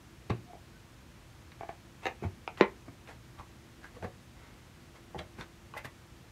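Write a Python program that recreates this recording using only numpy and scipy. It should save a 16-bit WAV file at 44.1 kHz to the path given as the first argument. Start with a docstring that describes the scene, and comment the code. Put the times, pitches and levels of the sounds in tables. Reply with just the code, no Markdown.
"""A cat at a closed door

A big cat leaves its plastic litter tray, pads across a matted floor and paws at a door in a small room.
Impacts excite damped modes: hollow tray knocks, light taps, footfalls that boom in the floor and,
loudest, one sharp knock on a panel. Friction of paws and claws gives short scuffs of noise.
The walls reflect these sounds over a quiet ventilation hum."""
import sys
import numpy as np
from scipy import signal
from scipy.fft import rfft, irfft
from scipy.io import wavfile

SR = 44100
rng = np.random.default_rng(int(sys.argv[2]) if len(sys.argv) > 2 else 0)


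def digitize_waveform(pressure):
    """Quantize a signal to 16-bit integers and store it at the path in sys.argv[1].

    Rows of a 2-D input are taken as channels; values are limited to [-1, 1].
    """
    field = np.atleast_2d(pressure).T
    bounded = np.clip(field, -1, 1)
    quanta = np.round(bounded * 32767).astype(np.int16)
    wavfile.write(sys.argv[1], SR, quanta)


N = 278271

# reverberation time of the room: f/Hz, T60/s
ROOM_T60 = [(100, 0.74), (400, 0.2), (1000, 0.14), (2500, 0.17), (5000, 0.094), (12000, 0.2)]
# ventilation noise: f/Hz, relative level/dB
AIR_SPECTRUM = [(12, -56), (20, -14), (53, 2.5), (112, -1), (238, -7), (298, -10), (342, -7.5),
                (372, -13.5), (705, -17), (857, -17.5), (932, -17), (1670, -19), (2610, -21.5), (5000, -27),
                (6300, -27.5), (10200, -34), (11700, -34.5), (15500, -40)]
# fan tones: f/Hz, rms level/dB
FAN_TONES = [(49, -79), (65, -87), (122, -67), (171, -96), (242, -73.5), (339, -69)]

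# friction noise of a paw: f/Hz, relative level/dB
RUB_SPECTRUM = [(100, 13), (350, -15), (900, -4), (2200, -6.5), (3500, -33), (6000, -73), (15000, -79)]
# hiss of claws: f/Hz, relative level/dB
HISS_SPECTRUM = [(1000, 13.5), (3500, 3), (6500, -3), (10000, -3), (14500, -1), (17000, -41)]
# faint pitched rubs: t/s, level/dB, f/Hz
SQUEAKS = [(0.508, -58, 713), (0.771, -62, 1504), (2.244, -59, 2540), (4.063, -46.5, 729),
           (5.214, -51.5, 624)]
# paws dragging on the mat: t/s, level/dB, length/s, resonance/Hz, relative hiss/dB
SCUFFS = [(1.626, -55, 0.06, 1640, -8), (1.697, -51, 0.03, 1690, -4), (2.048, -52, 0.069, 2550, 12),
          (2.588, -46.5, 0.034, 1930, 0), (3.1, -50.5, 0.068, 1670, 3), (3.397, -46.5, 0.04, 1130, -10),
          (3.85, -49.5, 0.055, 1650, -2), (3.962, -52.5, 0.044, 445, 0), (4.048, -48, 0.035, 1780, -4),
          (4.459, -60, 0.3, 2130, 5), (4.966, -57, 0.05, 1160, 7), (5.193, -44.5, 0.029, 3270, 1),
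          (5.408, -44, 0.052, 1520, 2)]
SCUFF_CUTOFF_HZ = 7600  # low-pass on the hiss of a sliding paw
# claws raking the door: t/s, level/dB, rise/s, fall/s, rasp/Hz, relative half-width
SCRATCHES = [(5.779, -41.5, 0.012, 0.013, 2060, 0.064), (5.856, -42, 0.011, 0.0083, 1950, 0.13)]
# grit crushed under a paw: t/s, level/dB, fall/s
CRUNCHES = [(2.032, -48, 0.018), (2.0551, -42, 0.011), (2.068, -34, 0.0068)]
# cracking grit: f/Hz, relative level/dB
GRIT_SPECTRUM = [(300, -19), (800, 11), (1400, -5), (2700, 4.5), (3250, -19), (3900, -12), (4850, -18),
                 (6500, -12), (8000, -40), (12000, -26), (14500, -27), (16000, -32)]

# claw tips catching: t/s, level/dB, pitch ratio
CLAW_TICKS = [(0.2981, -33.5, 1.1), (0.3028, -28, 0.914), (0.3115, -42, 0.65), (1.5183, -41.5, 0.93),
              (2.034, -46, 0.78), (2.5741, -37, 0.65), (3.074, -40.5, 0.57), (3.388, -51, 0.74),
              (5.1894, -34, 0.82), (5.1912, -31.5, 0.94), (5.4103, -31, 0.87), (5.846, -42, 1.6)]
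# modes struck by a claw tip: f/Hz, level/dB, T60/s
CLAW_MODES = [(1170, -10, 0.0099), (2380, 7, 0.0021), (4170, -1.5, 0.0078), (4800, -12, 0.014),
              (6200, -7.5, 0.0062), (12100, -11, .003)]
# light hard taps: t/s, level/dB, pitch ratio, contact cutoff/Hz, delay of second touch/s (0: none)
TAPS = [(0.2992, -32.5, 0.53, 1000, 0.0042), (0.3021, -24.5, 1.62, 1700, 0.00037),
        (0.3115, -36, 0.95, 1500, 0), (2.2365, -34.5, 1.27, 1500, 0.0009), (2.6, -31, 1.13, 4200, 0.0036),
        (3.088, -39.5, 1.03, 2330, 0.00042), (3.3963, -37, 1.48, 1100, 0.012), (3.8434, -37, 2.34, 1500, 0),
        (3.9648, -41, 0.73, 900, 0.0044), (4.0252, -35, 1, 3000, 0.019),
        (4.0429, -31.5, 0.66, 1100, 0.0018), (4.056, -40.5, 0.86, 900, 0.0038),
        (5.1451, -32, 1.16, 840, 0.0105), (5.2095, -40, 0.87, 900, 0), (5.3865, -39, 1.42, 1500, 0),
        (5.7378, -33.5, 1.64, 2300, 0.002), (5.7507, -40, 1.22, 2000, 0.002),
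        (5.7655, -33, 1.01, 1600, 0.0035), (5.855, -39, 1.4, 1800, 0)]
# modes of a tap: f/Hz, level/dB, T60/s
TAP_MODES = [(431, -8, 0.033), (691, 12, 0.012), (845, 1, 0.01), (1640, 8, 0.0079), (2450, -0.5, 0.014),
             (3800, -14, 0.015), (6100, 0, 0.013)]
# the cat shifts its weight and leaves the tray: t/s, level/dB, pitch ratio, contact cutoff/Hz
TRAY_KNOCKS = [(0.5326, -38, 1, 900), (0.5525, -40.5, 0.92, 767), (1.609, -29.5, 1.01, 2400),
               (1.6325, -30, 0.99, 2300), (1.6912, -27.5, 1, 2700)]
# modes of the tray: f/Hz, level/dB, T60/s
TRAY_MODES = [(416, -1, 0.012), (692, -6.5, 0.06), (802, 8.5, 0.0098), (1100, -22, 0.012),
              (1620, -11, 0.012), (2240, -5, 0.0099)]
# a loose hard object underfoot: t/s, level/dB, pitch ratio, contact cutoff/Hz
CLACKS = [(2.0551, -22, 0.97, 4570), (2.0615, -31, 1, 4000), (2.0668, -20, 0.98, 4970),
          (2.0835, -31.5, 0.92, 3000)]
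# modes of the loose object: f/Hz, level/dB, T60/s
CLACK_MODES = [(424, -9, 0.05), (517, 0.5, 0.026), (793, -3, 0.037), (924, 0, 0.017), (1300, -10, 0.029),
               (1830, -3, 0.031), (2080, 1.5, 0.011), (2800, -5.5, 0.021), (3830, -5.5, 0.012),
               (6400, -4.5, 0.0043)]
# a lone dry click: t/s, level/dB, pitch ratio, bass cutoff/Hz, contact cutoff/Hz
CLICK = [(2.4764, -21, 0.94, 480, 3600)]
# modes of the click: f/Hz, level/dB, T60/s
CLICK_MODES = [(483, -8, 0.035), (900, 5.5, 0.011), (1340, 1, 0.0087), (2590, 4, 0.0072),
               (2950, -12, 0.007), (5250, -10.5, 0.011)]

# steps: t/s, level/dB, pitch ratio, roll time/s, pad scuff/dB, boom f/Hz, boom level/dB, boom T60/s
FOOTFALLS = [(0.2993, -26, 1.05, 0.0088, -33, 117.5, -26.5, 0.23),
             (2.2237, -29, 1.1, 0.026, -40.5, 95, -21.5, 0.12),
             (2.881, -40, 0.87, 0.0067, -46.5, 115, -56, 0.15),
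             (4.028, -35.5, 1.17, 0.02, -40, 103, -34.5, 0.11),
             (5.153, -38, 1.08, 0.01, -50, 81, -39, 0.14), (5.194, -45, 0.98, 0.022, -44, 92.5, -41, 0.13),
             (5.384, -43.5, 1.17, 0.0072, -51, 130, -45.5, 0.15),
             (5.847, -42, 0.76, 0.0034, -39, 132, -40, 0.059)]
# toes, pad, full weight: share of the roll, relative level/dB, pitch ratio, bass cutoff/Hz,
# contact cutoff/Hz
PAW_ROLL = [(0, -2, 1.007, 213, 785), (0.547, -5.5, 1.196, 138, 423), (0.999, 0, 0.968, 90, 264)]
# modes of the floor: f/Hz, level/dB, T60/s
FLOOR_MODES = [(132.6, 2.5, 0.078), (163, -2.5, 0.028), (189.4, -1.5, 0.094), (311, -0.5, 0.058),
               (345, -3.5, 0.16)]

# the blow on the panel: t/s, level/dB, pitch ratio, bass cutoff/Hz, contact cutoff/Hz
KNOCK = [(2.6092, -4.2, 1, 240, 2600)]
# the panel's broad, quickly damped modes and its faint lasting ones: f/Hz, level/dB, T60/s
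PANEL_MODES = [(385, -1, .026), (480, -5, .02), (700, -14, .014), (960, -8, .011), (1400, -11, .009),
               (1900, -5, .008), (2250, -11, .01), (2900, -18, .008), (3800, -21, .007), (206, -12, .125),
               (290, -31, .18), (357, -31, .3), (393, -27, .28), (483, -29, .18), (573, -30, .17),
               (596, -29, .2), (688, -36, .22), (855, -26, .15), (912, -29, .15), (1004, -25, .13),
               (1050, -28, .13), (1190, -34, .12), (1770, -33, .11), (1915, -34, .1), (2044, -31, .12),
               (2155, -32, .13)]
# first reflections off the floor and the nearest wall: delay/s, relative level/dB
KNOCK_ECHOES = [(0.0069, -12), (0.0118, -13)]


def undb(db):
    """Amplitude ratio of a level in decibels."""
    return 10 ** (np.asarray(db) / 20)


def unit(x):
    """Normalisation to rms 1."""
    return x / np.sqrt(np.mean(x ** 2))


def along(hz, points):
    """Interpolation of (f/Hz, value) points on a logarithmic frequency axis."""
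    f, value = np.transpose(points)
    return np.interp(np.log(np.maximum(hz, 1)), np.log(f), value)


def colour(x, spectrum):
    """Spectral shaping by (f/Hz, level/dB) points, at rms 1."""
    gain = undb(along(np.fft.rfftfreq(len(x), 1 / SR), spectrum))
    return unit(irfft(rfft(x) * gain, len(x)))


def cut(x, hz, kind, order=2):
    """Butterworth filtering."""
    return signal.sosfilt(signal.butter(order, np.minimum(hz, SR / 2 - 1), kind, fs=SR, output="sos"), x)


def add(track, s, sound):
    """Superposition of a sound on a track at time s."""
    start = int(s * SR)
    part = sound[:len(track) - start]
    track[start:start + len(part)] += part


def drift(rate_hz):
    """Slow random fluctuation: low-passed noise at rms 1."""
    gain = np.exp(-(np.fft.rfftfreq(N, 1 / SR) / rate_hz) ** 2)
    return unit(irfft(rfft(rng.standard_normal(N)) * gain, N))


def even_noise(count, size=512):
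    """Random-phase noise: a flat spectrum in each short block leaves it without pitch."""
    phases = rng.random((count // size + 1, size // 2 + 1))
    return unit(irfft(np.exp(2j * np.pi * phases), size).ravel()[:count])


def room(x, wet_db, low_hz, high_hz, gap_s=0.00059, build_s=0.00024):
    """Reverberation: dense reflections follow the direct sound, each band decaying at its own rate."""
    t = np.arange(SR // 2) / SR
    onset = np.clip((t - gap_s) / build_s, 0, 1)
    edges = np.geomspace(60, 16000, 11)
    tail = 0
    for lo, hi in zip(edges, edges[1:]):
        decay = np.exp(-np.log(1000) * t / along(np.sqrt(lo * hi), ROOM_T60))
        band = cut(even_noise(len(t)), [lo, hi], "bandpass") * decay * onset
        tail = tail + band * np.sqrt(2 * (hi - lo) / SR / np.sum(band ** 2))  # equal energy per hertz
    tail = cut(cut(tail, low_hz, "highpass"), high_hz, "lowpass", order=1)
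    return x + undb(wet_db) * signal.fftconvolve(x, tail)[:N]


def ring(modes, pitch=1):
    """Free vibration: the impulse response is a sum of exponentially damped sinusoids."""
    t = np.arange(SR // 2) / SR
    return sum(undb(db) * np.sin(2 * np.pi * hz * pitch * t) * np.exp(-np.log(1000) * t / t60)
               for hz, db, t60 in modes)


def impacts(rows, modes, travel_s):
    """Impact excitation: a softer contact excites less treble, a lighter one less bass."""
    out = np.zeros(N)
    for s, db, pitch, low_hz, contact_hz in rows:
        blow = cut(cut(ring(modes, pitch), low_hz, "highpass"), contact_hz, "lowpass")
        # dispersion: bending waves carry treble faster than bass; travel_s is their delay at 1 kHz
        lag_cycles = 2 * travel_s * np.sqrt(1000 * np.fft.rfftfreq(len(blow), 1 / SR))
        blow = irfft(rfft(blow) * np.exp(-2j * np.pi * lag_cycles), len(blow))
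        add(out, s, blow * undb(db) / np.abs(blow).max())
    return out


def friction(rows, resonance_db, width, glide_per_s=0):
    """Sliding friction: dense, uneven slips drive a broad rub, one resonance and the hiss of claws."""
    out = np.zeros(N)
    t = np.arange(-SR // 8, SR // 4) / SR  # zero at the greatest pressure
    for s, db, rise_s, fall_s, hz, hiss_db, cutoff_hz in rows:
        slips = rng.standard_normal((3, len(t))) * rng.exponential(size=len(t))
        resonance = unit(cut(slips[0], [hz / (1 + width), hz * (1 + width)], "bandpass", order=1))
        resonance = np.interp(t + glide_per_s * t ** 2 / 2, t, resonance)
        hiss = cut(colour(slips[2], HISS_SPECTRUM), cutoff_hz, "lowpass")
        rub = colour(slips[1], RUB_SPECTRUM) + undb(resonance_db) * resonance + undb(hiss_db) * hiss
        pressure = np.exp(-(np.minimum(t, 0) / rise_s) ** 2 - np.maximum(t, 0) / fall_s)
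        add(out, s + t[0], undb(db) * pressure * unit(rub))
    return room(out, wet_db=-3.0, low_hz=240, high_hz=4040)


def ventilation(air_db=-54.5, waver=0.29, phase_rad=1.46):
    """Broadband flow noise with fan tones under slow, random amplitude and phase modulation."""
    t = np.arange(N) / SR
    out = colour(rng.standard_normal(N), AIR_SPECTRUM) * undb(air_db)
    for hz, db in FAN_TONES:
        amplitude = undb(db) * np.sqrt(2) * (1 + waver * drift(1.6))
        out += amplitude * np.sin(2 * np.pi * hz * t + phase_rad * drift(1.95))
    return out


def squeaks(rise_s=0.032, fall_s=0.011, hiss_db=-15):
    """Sharp resonance: one narrow band dominates a slow rub and gives it a pitch."""
    rows = [(s, db, rise_s, fall_s, hz, hiss_db, SCUFF_CUTOFF_HZ) for s, db, hz in SQUEAKS]
    return friction(rows, resonance_db=23, width=0.004)


def scuffs(rise_share=0.4, fall_share=0.39):
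    """Friction of paws on the mat: a longer drag swells and fades more slowly."""
    rows = [(s, db, rise_share * length_s, fall_share * length_s, hz, hiss_db, SCUFF_CUTOFF_HZ)
            for s, db, length_s, hz, hiss_db in SCUFFS]
    return friction(rows, resonance_db=-2.5, width=0.049)


def pad_scuffs(peak_share=0.72, rise_share=0.75, fall_share=0.56, resonance_hz=705, hiss_db=-16):
    """Friction of a landing pad, which slides a little for as long as the paw rolls."""
    rows = [(s + peak_share * roll_s, db, rise_share * roll_s, fall_share * roll_s,
             resonance_hz, hiss_db, SCUFF_CUTOFF_HZ) for s, _, _, roll_s, db, *_ in FOOTFALLS]
    return friction(rows, resonance_db=-5.0, width=0.061)


def scratches(hiss_db=1.5, cutoff_hz=13000):
    """Friction of claws on the door: the rasp rises in frequency as the stroke speeds up."""
    strokes = np.zeros(N)
    for s, db, rise_s, fall_s, hz, width in SCRATCHES:
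        stroke = (s, db, rise_s, fall_s, hz, hiss_db, cutoff_hz)
        strokes += friction([stroke], resonance_db=3.0, width=width, glide_per_s=5.7)
    return cut(strokes, 600, "highpass")


def crunches(spread_db=3.0):
    """Brittle fracture: grit cracks under a paw in a dense, uneven burst that dies away."""
    out = np.zeros(N)
    t = np.arange(SR // 8) / SR
    for s, db, fall_s in CRUNCHES:
        grains = rng.standard_normal(len(t))
        grains *= undb(spread_db * np.minimum(rng.exponential(size=len(t)), 5))
        add(out, s, undb(db) * np.exp(-t / fall_s) * colour(grains, GRIT_SPECTRUM))
    return room(out, wet_db=0.5, low_hz=400, high_hz=6000)


def claw_ticks(low_hz=1000, contact_hz=3470):
    """Light, hard contact: a catching claw excites high, short-lived modes."""
    rows = [(s, db, pitch, low_hz, contact_hz) for s, db, pitch in CLAW_TICKS]
    direct = impacts(rows, CLAW_MODES, travel_s=0.001249)
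    return room(direct, wet_db=-0.5, low_hz=397, high_hz=4000)


def taps(low_hz=427, second_touch_db=-5.5):
    """Light impacts, many landing twice, ring hollowly and blend with their reflections."""
    rows = []
    for s, db, pitch, contact_hz, again_s in TAPS:
        rows.append((s, db, pitch, low_hz * pitch, contact_hz))
        if again_s > 0:
            rows.append((s + again_s, db + second_touch_db, pitch, low_hz * pitch, contact_hz))
    direct = impacts(rows, TAP_MODES, travel_s=0.000978)
    return room(direct, wet_db=0.0, low_hz=407, high_hz=6000, gap_s=0.00096, build_s=0.0018)


def litter_tray(low_hz=378, rebound_s=0.00261, rebound_db=-7):
    """Impact and rebound: each knock excites the hollow modes of the plastic tray twice."""
    rows = []
    for s, db, pitch, contact_hz in TRAY_KNOCKS:
        rows.append((s, db, pitch, low_hz, contact_hz))
        rows.append((s + rebound_s, db + rebound_db, pitch, low_hz, contact_hz))
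    direct = impacts(rows, TRAY_MODES, travel_s=0.000754)
    return room(direct, wet_db=-5.0, low_hz=450, high_hz=5000, gap_s=0.0045, build_s=0.0016)


def clacks(low_hz=396):
    """Repeated impact: a loose hard object underfoot gives two strong clacks and two weak ones."""
    rows = [(s, db, pitch, low_hz * pitch, contact_hz) for s, db, pitch, contact_hz in CLACKS]
    direct = impacts(rows, CLACK_MODES, travel_s=0.001373)
    return room(direct, wet_db=-5.0, low_hz=450, high_hz=3220, gap_s=0.0031)


def click():
    """Heavy damping: the modes die so quickly that one impact is heard as a dry click."""
    direct = impacts(CLICK, CLICK_MODES, travel_s=0.001)
    return room(direct, wet_db=-5.5, low_hz=380, high_hz=4500, gap_s=0.004)


def footfalls(band_ratio=1.27):
    """Soft contact: a rolling paw excites only low floor modes, and its full weight sets off a boom."""
    rows = [(s + share * roll_s, db + part_db, pitch * part_pitch, low_hz, contact_hz)
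            for s, db, pitch, roll_s, *_ in FOOTFALLS
            for share, part_db, part_pitch, low_hz, contact_hz in PAW_ROLL]
    direct = impacts(rows, FLOOR_MODES, travel_s=0.0001)
    out = room(direct, wet_db=-5.0, low_hz=228, high_hz=2000)
    for s, _, _, roll_s, _, boom_hz, boom_db, boom_t60 in FOOTFALLS:
        boom = ring([(boom_hz, boom_db, boom_t60)])
        band_hz = [boom_hz / band_ratio, boom_hz * band_ratio]  # a narrow band makes the boom swell
        add(out, s + roll_s, cut(boom, band_hz, "bandpass", order=1))
    return out


def panel_crack(level_db=-16, lag_s=0.0016, rise_s=0.00021, fall_s=0.0013):
    """Contact noise: a burst of a few milliseconds at the knock, filtered down to its bright band."""
    resonance_hz, hiss_db, cutoff_hz = 3740, -31, 2500
    rows = [(s + lag_s, level_db, rise_s, fall_s, resonance_hz, hiss_db, cutoff_hz) for s, *_ in KNOCK]
    burst = friction(rows, resonance_db=-13.5, width=0.11)
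    return cut(burst, [1970, 7250], "bandpass")


def panel_knock():
    """Plate vibration: one hard blow rings the panel; its echoes and reverberation carry little bass."""
    direct = cut(impacts(KNOCK, PANEL_MODES, travel_s=0.00099), [145, 9000], "bandpass")
    out = room(direct, wet_db=-3.8, low_hz=680, high_hz=2600, gap_s=0.004, build_s=0.014)
    for delay_s, db in KNOCK_ECHOES:
        add(out, delay_s, undb(db) * cut(direct, 610, "highpass"))
    return out


def scene():
    """Superposition of all sources, the same in both channels."""
    paws = footfalls() + pad_scuffs() + scuffs() + squeaks() + claw_ticks() + scratches() + crunches()
    objects = litter_tray() + taps() + clacks() + click() + panel_knock() + panel_crack()
    mix = paws + objects + ventilation()
    return np.array([mix, mix])


def record(dry):
    """Band limiting: a phone passes neither the deepest bass nor the highest treble."""
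    low_hz, top_hz = 42, 15600
    lowpass = signal.ellip(10, .1, 70, top_hz, fs=SR, output="sos")
    return signal.sosfilt(lowpass, cut(dry, low_hz, "highpass", order=3))


dry = scene()
out = record(dry)
digitize_waveform(out)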